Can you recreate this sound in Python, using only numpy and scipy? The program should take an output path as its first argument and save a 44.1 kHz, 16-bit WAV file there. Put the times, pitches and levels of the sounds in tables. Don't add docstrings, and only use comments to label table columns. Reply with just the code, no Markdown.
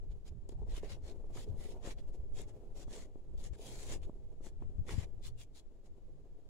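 import sys
import numpy as np
from scipy import signal
from scipy.fft import rfft, irfft
from scipy.io import wavfile
from scipy.ndimage import map_coordinates

SR = 44100
rng = np.random.default_rng(int(sys.argv[2]) if len(sys.argv) > 2 else 0)


def wrap_up_sound(samples):
    columns = np.atleast_2d(samples).T
    tamed = np.clip(columns, -1, 1)
    steps = np.round(tamed * 32767).astype(np.int16)
    wavfile.write(sys.argv[1], SR, steps)


N = 286209
TIME, BINS = np.arange(N) / SR, np.fft.rfftfreq(N, 1 / SR)

# freq_hz, gain_db
CASE_TONE = [(120, -5.5), (220, -5.5), (280, -6), (410, -4), (560, -6), (850, -14.5), (1100, -23.5),
             (1600, -33), (4000, -34.5)]


def gain_of(db):
    return 10 ** (np.asarray(db) / 20)


def unit_rms(x):
    return x / np.sqrt(np.mean(x ** 2) + 1e-20)


def curve(points, hz, column=1):
    table = np.array(points, float)
    return np.interp(np.log(hz + 1), np.log(table[:, 0] + 1), table[:, column])


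def add(mix, start_s, sound):
    part = mix[:, max(round(start_s * SR), 0):][:, :sound.shape[-1]]
    part += sound[..., :part.shape[1]]


def pan(pan_db):
    pair = np.array([gain_of(pan_db / 2), gain_of(-pan_db / 2)]).reshape(2, -1)
    return pair / np.sqrt((pair ** 2).mean(0))


def swell(peak_s, half_s):
    return np.exp(-((TIME - peak_s) / half_s) ** 2)


def drift(size, step):
    knots = rng.standard_normal(size // step + 3)
    return unit_rms(map_coordinates(knots, [np.arange(size) / step], order=2, mode="nearest"))


def noise(colour_db, size, likeness=1):
    # freq_hz, correlation
    port_correlation = [(60, 1), (160, 0.77), (280, 0.96), (500, 0.79), (800, 0.46), (1300, -0.054),
                        (2200, 0.17), (3500, -0.11), (5000, -0.15), (6200, 0.27), (8500, 0.86),
                        (10500, 0.075), (14500, 0.98)]
    hz = np.fft.rfftfreq(size, 1 / SR)
    left, independent = rfft(rng.standard_normal((2, size)))
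    shared = np.clip(likeness * curve(port_correlation, hz), -1, 1)
    right = shared * left + np.sqrt(1 - shared ** 2) * independent
    return unit_rms(irfft(np.array([left, right]) * gain_of(colour_db), size))


def hush(level_db=-71, pan_db=2.0):
    # freq_hz, gain_db
    hush_tone = [(100, 29), (400, 30), (800, 11.5), (1300, 7.5), (2500, 3.5), (5000, 4), (7200, 1),
                 (10000, -1), (15500, 2.5)]
    return gain_of(level_db) * noise(curve(hush_tone, BINS), N, likeness=0.67) * pan(pan_db)


def hums():
    # peak_s, level_db, pitch_hz, half_length_s
    hum_cues = [(2.534, -59, 109.4, 0.11), (3.733, -56.5, 125.2, 0.072), (5.34, -55.5, 114.3, 0.092),
                (6.163, -64, 142.2, 0.074)]
    return sum(gain_of(level_db) * np.sin(2 * np.pi * pitch_hz * TIME) * swell(peak_s, half_s)
               for peak_s, level_db, pitch_hz, half_s in hum_cues)


def air(swing_db=3, buffet_db=-9, buffet_pan_db=2, wander_db=0.95):
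    # time_s, level_db
    flow_ride = [(0.0, -50.5), (0.11, -43.5), (0.25, -53.5), (0.72, -44.5), (1.0, -50), (1.24, -46.5),
                 (1.8, -48.5), (2.38, -43), (2.55, -54.5), (2.8, -48), (3.18, -54.5), (3.36, -42),
                 (3.62, -54), (3.97, -43), (4.3, -50.5), (4.75, -45.5), (5.3, -46.5), (5.5, -56.5),
                 (6.49, -54.5)]
    # freq_hz, gain_db
    swing_tone = [(3, 11), (10, 8.5), (25, 8.5), (45, -1), (70, -25.5), (150, -67)]
    # freq_hz, gain_db
    buffet_tone = [(25, -10.5), (55, 2), (85, -2.5), (130, -9.5), (190, -17), (300, -27), (700, -79.5)]
    # peak_s, level_db, half_length_s, pan_db
    gust_cues = [(0.13, -56.5, 0.16, 7), (0.349, -47.5, 0.079, -13), (0.615, -47, 0.1, 6.5),
                 (0.92, -51, 0.21, 9), (1.55, -43, 0.086, 11), (2.256, -57, 0.18, -4),
                 (3.5, -52.5, 0.06, 8), (3.97, -54, 0.12, 15), (4.653, -48.5, .06, -3.5),
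                 (4.804, -40, 0.047, 18), (4.96, -41.5, 0.097, 20)]
    flow = gain_of(np.interp(TIME, *np.transpose(flow_ride)) + wander_db * drift(N, 2800))
    swings = gain_of(swing_db) * flow * noise(curve(swing_tone, BINS), N, likeness=0)
    buffet_power = (gain_of(buffet_db) * flow * pan(buffet_pan_db)) ** 2
    for peak_s, level_db, half_s, pan_db in gust_cues:
        buffet_power += (gain_of(level_db) * swell(peak_s, half_s) * pan(pan_db)) ** 2
    return swings + np.sqrt(buffet_power) * noise(curve(buffet_tone, BINS), N, likeness=0.28)


def puffs(trim_db=-3, half_cycles=0.67):
    # centre_s, level_db (before trim), pitch_hz, pan_db
    puff_cues = [(0.099, -32, 41, 9), (0.619, -33.5, 42.6, 6), (0.734, -32, 35, -22), (1.385, -43, 109, -4),
                 (1.501, -32, 89, 25), (2.198, -33, 52, -6), (3.519, -31, 57.6, 29),
                 (4.795, -25.5, 72.4, 24), (4.98, -31, 187, 26), (4.9877, -21.5, 89, 40)]
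    out, t = np.zeros((2, N)), np.arange(-SR // 20, SR // 20) / SR
    for centre_s, level_db, pitch_hz, pan_db in puff_cues:
        puff = np.sin(2 * np.pi * pitch_hz * t) * np.exp(-(t * pitch_hz / half_cycles) ** 2)
        add(out, centre_s + t[0], gain_of(level_db + trim_db) * puff * pan(pan_db))
    return out


def case_ring(pitch_hz, t60_s, upper_hz=830, upper_t60_s=0.013, attack_s=0.00029, size=6000):
    t = np.arange(size) / SR
    main = np.sin(2 * np.pi * pitch_hz * t) * gain_of(-60 * t / t60_s)
    upper = 0.05 * np.sin(2 * np.pi * upper_hz * t) * gain_of(-60 * t / upper_t60_s)
    attack = 1 - np.exp(-t / attack_s)
    muffle = signal.butter(3, 1100, fs=SR, output="sos")
    return signal.sosfilt(muffle, -(main + upper) * attack)


def grip(rub_db=-2.5, creak_db=-4, flutter_db=2.5, creaks_per_s=170):
    # time_s, level_db
    grip_ride = [(0.0, -67), (0.42, -70.5), (0.55, -63), (1.1, -63), (1.8, -58.5), (1.95, -66),
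                 (2.15, -64.5), (2.42, -66.5), (2.56, -62), (3.0, -63.5), (3.38, -69), (3.8, -60),
                 (4.2, -67), (4.45, -68.5), (4.95, -64), (5.5, -72), (6.0, -69.5), (6.49, -69)]
    # peak_s, level_db, half_length_s
    slide_cues = [(0.61, -68.5, 0.068), (0.945, -73, 0.046), (1.503, -84, 0.072), (1.79, -66, 0.094),
                  (3.666, -72, 0.12)]
    # freq_hz, gain_db
    skin_tone = [(300, -12), (600, 7.5), (900, 5), (1100, -11), (1350, -24.5), (2500, -50)]
    flutter = gain_of(flutter_db * drift(N, 900))
    slips = rng.uniform(-1.13, 1, N) * (rng.random(N) < creaks_per_s / SR)
    ring = case_ring(pitch_hz=392.5, t60_s=0.028)
    creaks = gain_of(creak_db) * unit_rms(signal.oaconvolve(slips, ring)[:N])
    rub = gain_of(rub_db) * noise(curve(CASE_TONE, BINS), N)
    hollow = gain_of(np.interp(TIME, *np.transpose(grip_ride))) * (rub + creaks)
    sliding = sum(gain_of(level_db) * swell(peak_s, half_s) for peak_s, level_db, half_s in slide_cues)
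    return flutter * (hollow + sliding * noise(curve(skin_tone, BINS), N))


def snap(hit_s, level_db, centre_hz, t60_s, narrowness_db=7, size=4096):
    hz = np.fft.rfftfreq(size, 1 / SR)
    t = np.arange(size) / SR - 0.005
    decay = gain_of(-60 * np.maximum(t, 0) / t60_s) * (t >= 0)
    burst = noise(np.zeros(len(hz)), size) * decay
    dust_db = curve([(11000, 8), (14000, -5)], hz)
    band = unit_rms(gain_of(dust_db - narrowness_db * np.log2((hz + 50) / centre_hz) ** 2))
    return hit_s + t[0], gain_of(level_db) * irfft(rfft(burst) * band, size)


def grit(trim_db=-7):
    # start_s, level_db (before trim), centre_hz, t60_s
    grit_cues = [(0.4904, -42.5, 9550, 0.015), (0.4937, -49.5, 3400, 0.018), (0.522, -63, 795, 0.029),
                 (1.363, -65, 1240, 0.038), (1.371, -45.5, 1090, 0.07), (1.908, -42, 2200, .016),
                 (1.985, -55, 3020, .018), (2.387, -56, 2800, 0.048), (2.417, -38, 10500, .007),
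                 (2.929, -45.5, 4620, 0.075), (2.936, -48, 3050, 0.049), (3.441, -36.5, 6600, 0.0062),
                 (3.537, -60, 2480, .03), (4.027, -67, 5000, 0.018), (4.427, -66.5, 7800, 0.053),
                 (4.467, -48.5, 1200, 0.011), (4.892, -35.5, 1370, 0.018)]
    out = np.zeros((2, N))
    for start_s, level_db, centre_hz, t60_s in grit_cues:
        add(out, *snap(start_s, level_db + trim_db, centre_hz, t60_s))
    return out


def knocks(case_hz=420, loaded_t60_s=0.01, crack_db=-20.5):
    # start_s, level_db, t60_s
    knock_cues = [(0.323, -54, 0.053), (0.492, -41, 0.024), (0.524, -44, 0.024), (0.618, -45.5, 0.069),
                  (0.778, -39.5, 0.018), (0.8322, -36.5, 0.057), (1.242, -46, 0.042), (1.36, -41, 0.026),
                  (1.477, -46.5, 0.12), (1.874, -27.5, 0.0088), (2.339, -51, 0.027), (2.397, -43, 0.034),
                  (2.88, -35.5, 0.0073), (3.1568, -39.5, 0.018), (3.594, -47.5, 0.077), (3.958, -41, 0.025),
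                  (4.0956, -30.5, 0.0082), (4.13, -50.5, 0.017), (4.407, -43, 0.019), (4.467, -41.5, 0.018),
                  (4.622, -33.5, .01), (4.891, -43.5, 0.036)]
    out = np.zeros((2, N))
    for start_s, level_db, t60_s in knock_cues:
        pitch_hz = case_hz * (1 - np.exp(-t60_s / loaded_t60_s))
        add(out, start_s, gain_of(level_db) * case_ring(pitch_hz, t60_s))
        add(out, *snap(start_s, level_db + crack_db, centre_hz=790, t60_s=0.02, narrowness_db=25))
    return out


def sand(colour_db, size, grains_per_s=220, level_db=-10):
    ticks = rng.standard_normal((2, size)) * (rng.random(size) < grains_per_s / SR)
    return gain_of(level_db) * unit_rms(irfft(rfft(ticks) * gain_of(colour_db), size))


def stroke(t, half_s, rise_stretch=1.073, fall_stretch=0.91, steepness=1.8, hold_s=0.072):
    length_s = half_s * np.where(t < 0, rise_stretch, fall_stretch)
    envelope = np.exp(-abs(t / length_s) ** (steepness + length_s / hold_s))
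    return envelope, np.pi / 4 * (1 + np.tanh(2 * t / length_s))


def swishes(hiss_db=0.5, ripple_db=3.0, grain_db=1.5, gap_db=4, gap_octaves=0.45, size=32768):
    # peak_s, level_db, half_length_s, tilt_db_per_octave, case_db (relative to level), gap_hz
    swish_cues = [(0.119, -73.5, 0.016, -0.5, 1, 4000), (0.278, -63, 0.019, 2, -3, 4700),
                  (0.518, -71.5, 0.019, 3.5, -5, 3900), (0.721, -63, 0.031, 1, 1, 3600),
                  (0.771, -55.5, 0.029, 1, -24, 2900), (0.854, -62.5, 0.031, 0, 7.5, 1980),
                  (0.921, -55.5, 0.035, 0, -6, 4670), (1.083, -62.5, 0.043, 0.5, 3.5, 4700),
                  (1.384, -55.5, 0.038, 2, 0, 4000), (1.423, -60, 0.029, 3.5, -21, 4060),
                  (1.494, -75.5, 0.024, 4, 15, 4000), (1.636, -60, .05, 1.5, -23, 11100),
                  (1.707, -62, 0.035, 3.5, -6, 3840), (1.875, -54, 0.039, -1, 4, 7500),
                  (1.914, -56, 0.023, 0.5, -5, 2000), (1.994, -67.5, 0.017, 0, 3, 3800),
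                  (2.088, -74.5, 0.019, 5, 11.5, 4000), (2.147, -69.5, 0.017, 2.5, 3.5, 7000),
                  (2.398, -56.5, 0.038, 1.3, 1.5, 7060), (2.496, -65, 0.018, -0.3, 4, 7000),
                  (2.79, -60.5, 0.03, 2.5, 1.5, 6340), (2.824, -60, 0.022, 1.5, 1.5, 5500),
                  (2.956, -57, 0.054, 1, 0.5, 6940), (3.02, -61, 0.036, 0.7, -4, 6540),
                  (3.411, -64.5, .03, 4, 0.5, 4000), (3.457, -58.5, 0.031, 2, -4, 6570),
                  (3.547, -66.5, 0.017, -1.3, -9, 7700), (3.673, -55, 0.07, 4, -2.5, 3520),
                  (3.81, -56, 0.13, 2.5, -8.5, 7500), (3.925, -49.5, .04, 1, -2.5, 7400),
                  (4.042, -65.5, 0.02, 1, -2, 3120), (4.466, -60, 0.03, 1.6, 1.5, 6700),
                  (4.626, -73, 0.02, -9.5, 10.5, 2520), (4.92, -51, 0.037, 1.5, -0.5, 2070),
                  (4.996, -57.5, 0.042, 0, -6.5, 2120), (5.032, -58.5, 0.021, 0.5, -1, 2120),
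                  (5.267, -53, 0.027, 3.5, -16, 4220), (5.414, -58, .028, 3.5, -15, 2830),
                  (5.578, -60.5, 0.027, 3, -36, 4250), (5.863, -73.5, .019, 1.5, 0, 7040)]
    # freq_hz, gain_db
    friction_tone = [(300, -4), (900, 3), (1400, -1), (2000, 2.5), (2600, -0.5), (3500, 2), (6000, 0),
                     (8500, -2.5), (12000, -6), (15500, -12)]
    out, hz = np.zeros((2, N + size)), np.fft.rfftfreq(size, 1 / SR)
    t = (np.arange(size) - size // 2) / SR
    friction_colour, case_colour = curve(friction_tone, hz), curve(CASE_TONE, hz)
    for peak_s, level_db, half_s, tilt, case_db, gap_hz in swish_cues:
        envelope, crossfade = stroke(t, half_s)
        gap_boost = gap_db * np.exp(-(np.log2((hz + 1) / gap_hz) / gap_octaves) ** 2)
        colour = friction_colour + tilt * np.log2(np.maximum(hz, 1200) / 4500) + gap_boost
        early, late = (noise(colour + ripple_db * drift(len(hz), 130), size) for _ in range(2))
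        friction = np.cos(crossfade) * early + np.sin(crossfade) * late
        hiss = gain_of(hiss_db) * (friction + sand(colour, size))
        slips = gain_of(grain_db * unit_rms(drift(size, 40) + drift(size, 300)))
        hollow = gain_of(case_db) * noise(case_colour, size)
        add(out, peak_s, gain_of(level_db) * envelope * slips * (hiss + hollow))
    return out[:, size // 2:][:, :N]


def scene():
    return swishes() + knocks() + grit() + grip() + air() + puffs() + hums() + hush()


def record(dry, cutoff_hz=15800):
    # freq_hz, left_db, right_db
    port_tone = [(1080, 1, 0.5), (3130, 0, 1), (4280, -0.5, -3), (5000, -2.5, -2.5), (6300, -0.5, -8.5),
                 (6640, -0.5, 0.5), (7340, 5.5, -15), (8140, -6, -7.5), (9200, -8.5, -4.5), (10300, -15, 1),
                 (10950, -19, -4), (13350, -12.5, -14), (14800, -14, -11)]
    ports = gain_of([curve(port_tone, BINS, column=1), curve(port_tone, BINS, column=2)])
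    coloured = irfft(rfft(dry) * ports, N)
    low_pass = signal.firwin(511, cutoff_hz, window=("kaiser", 9), fs=SR)
    return signal.oaconvolve(coloured, low_pass[None], "same")


dry = scene()
out = record(dry)
wrap_up_sound(out)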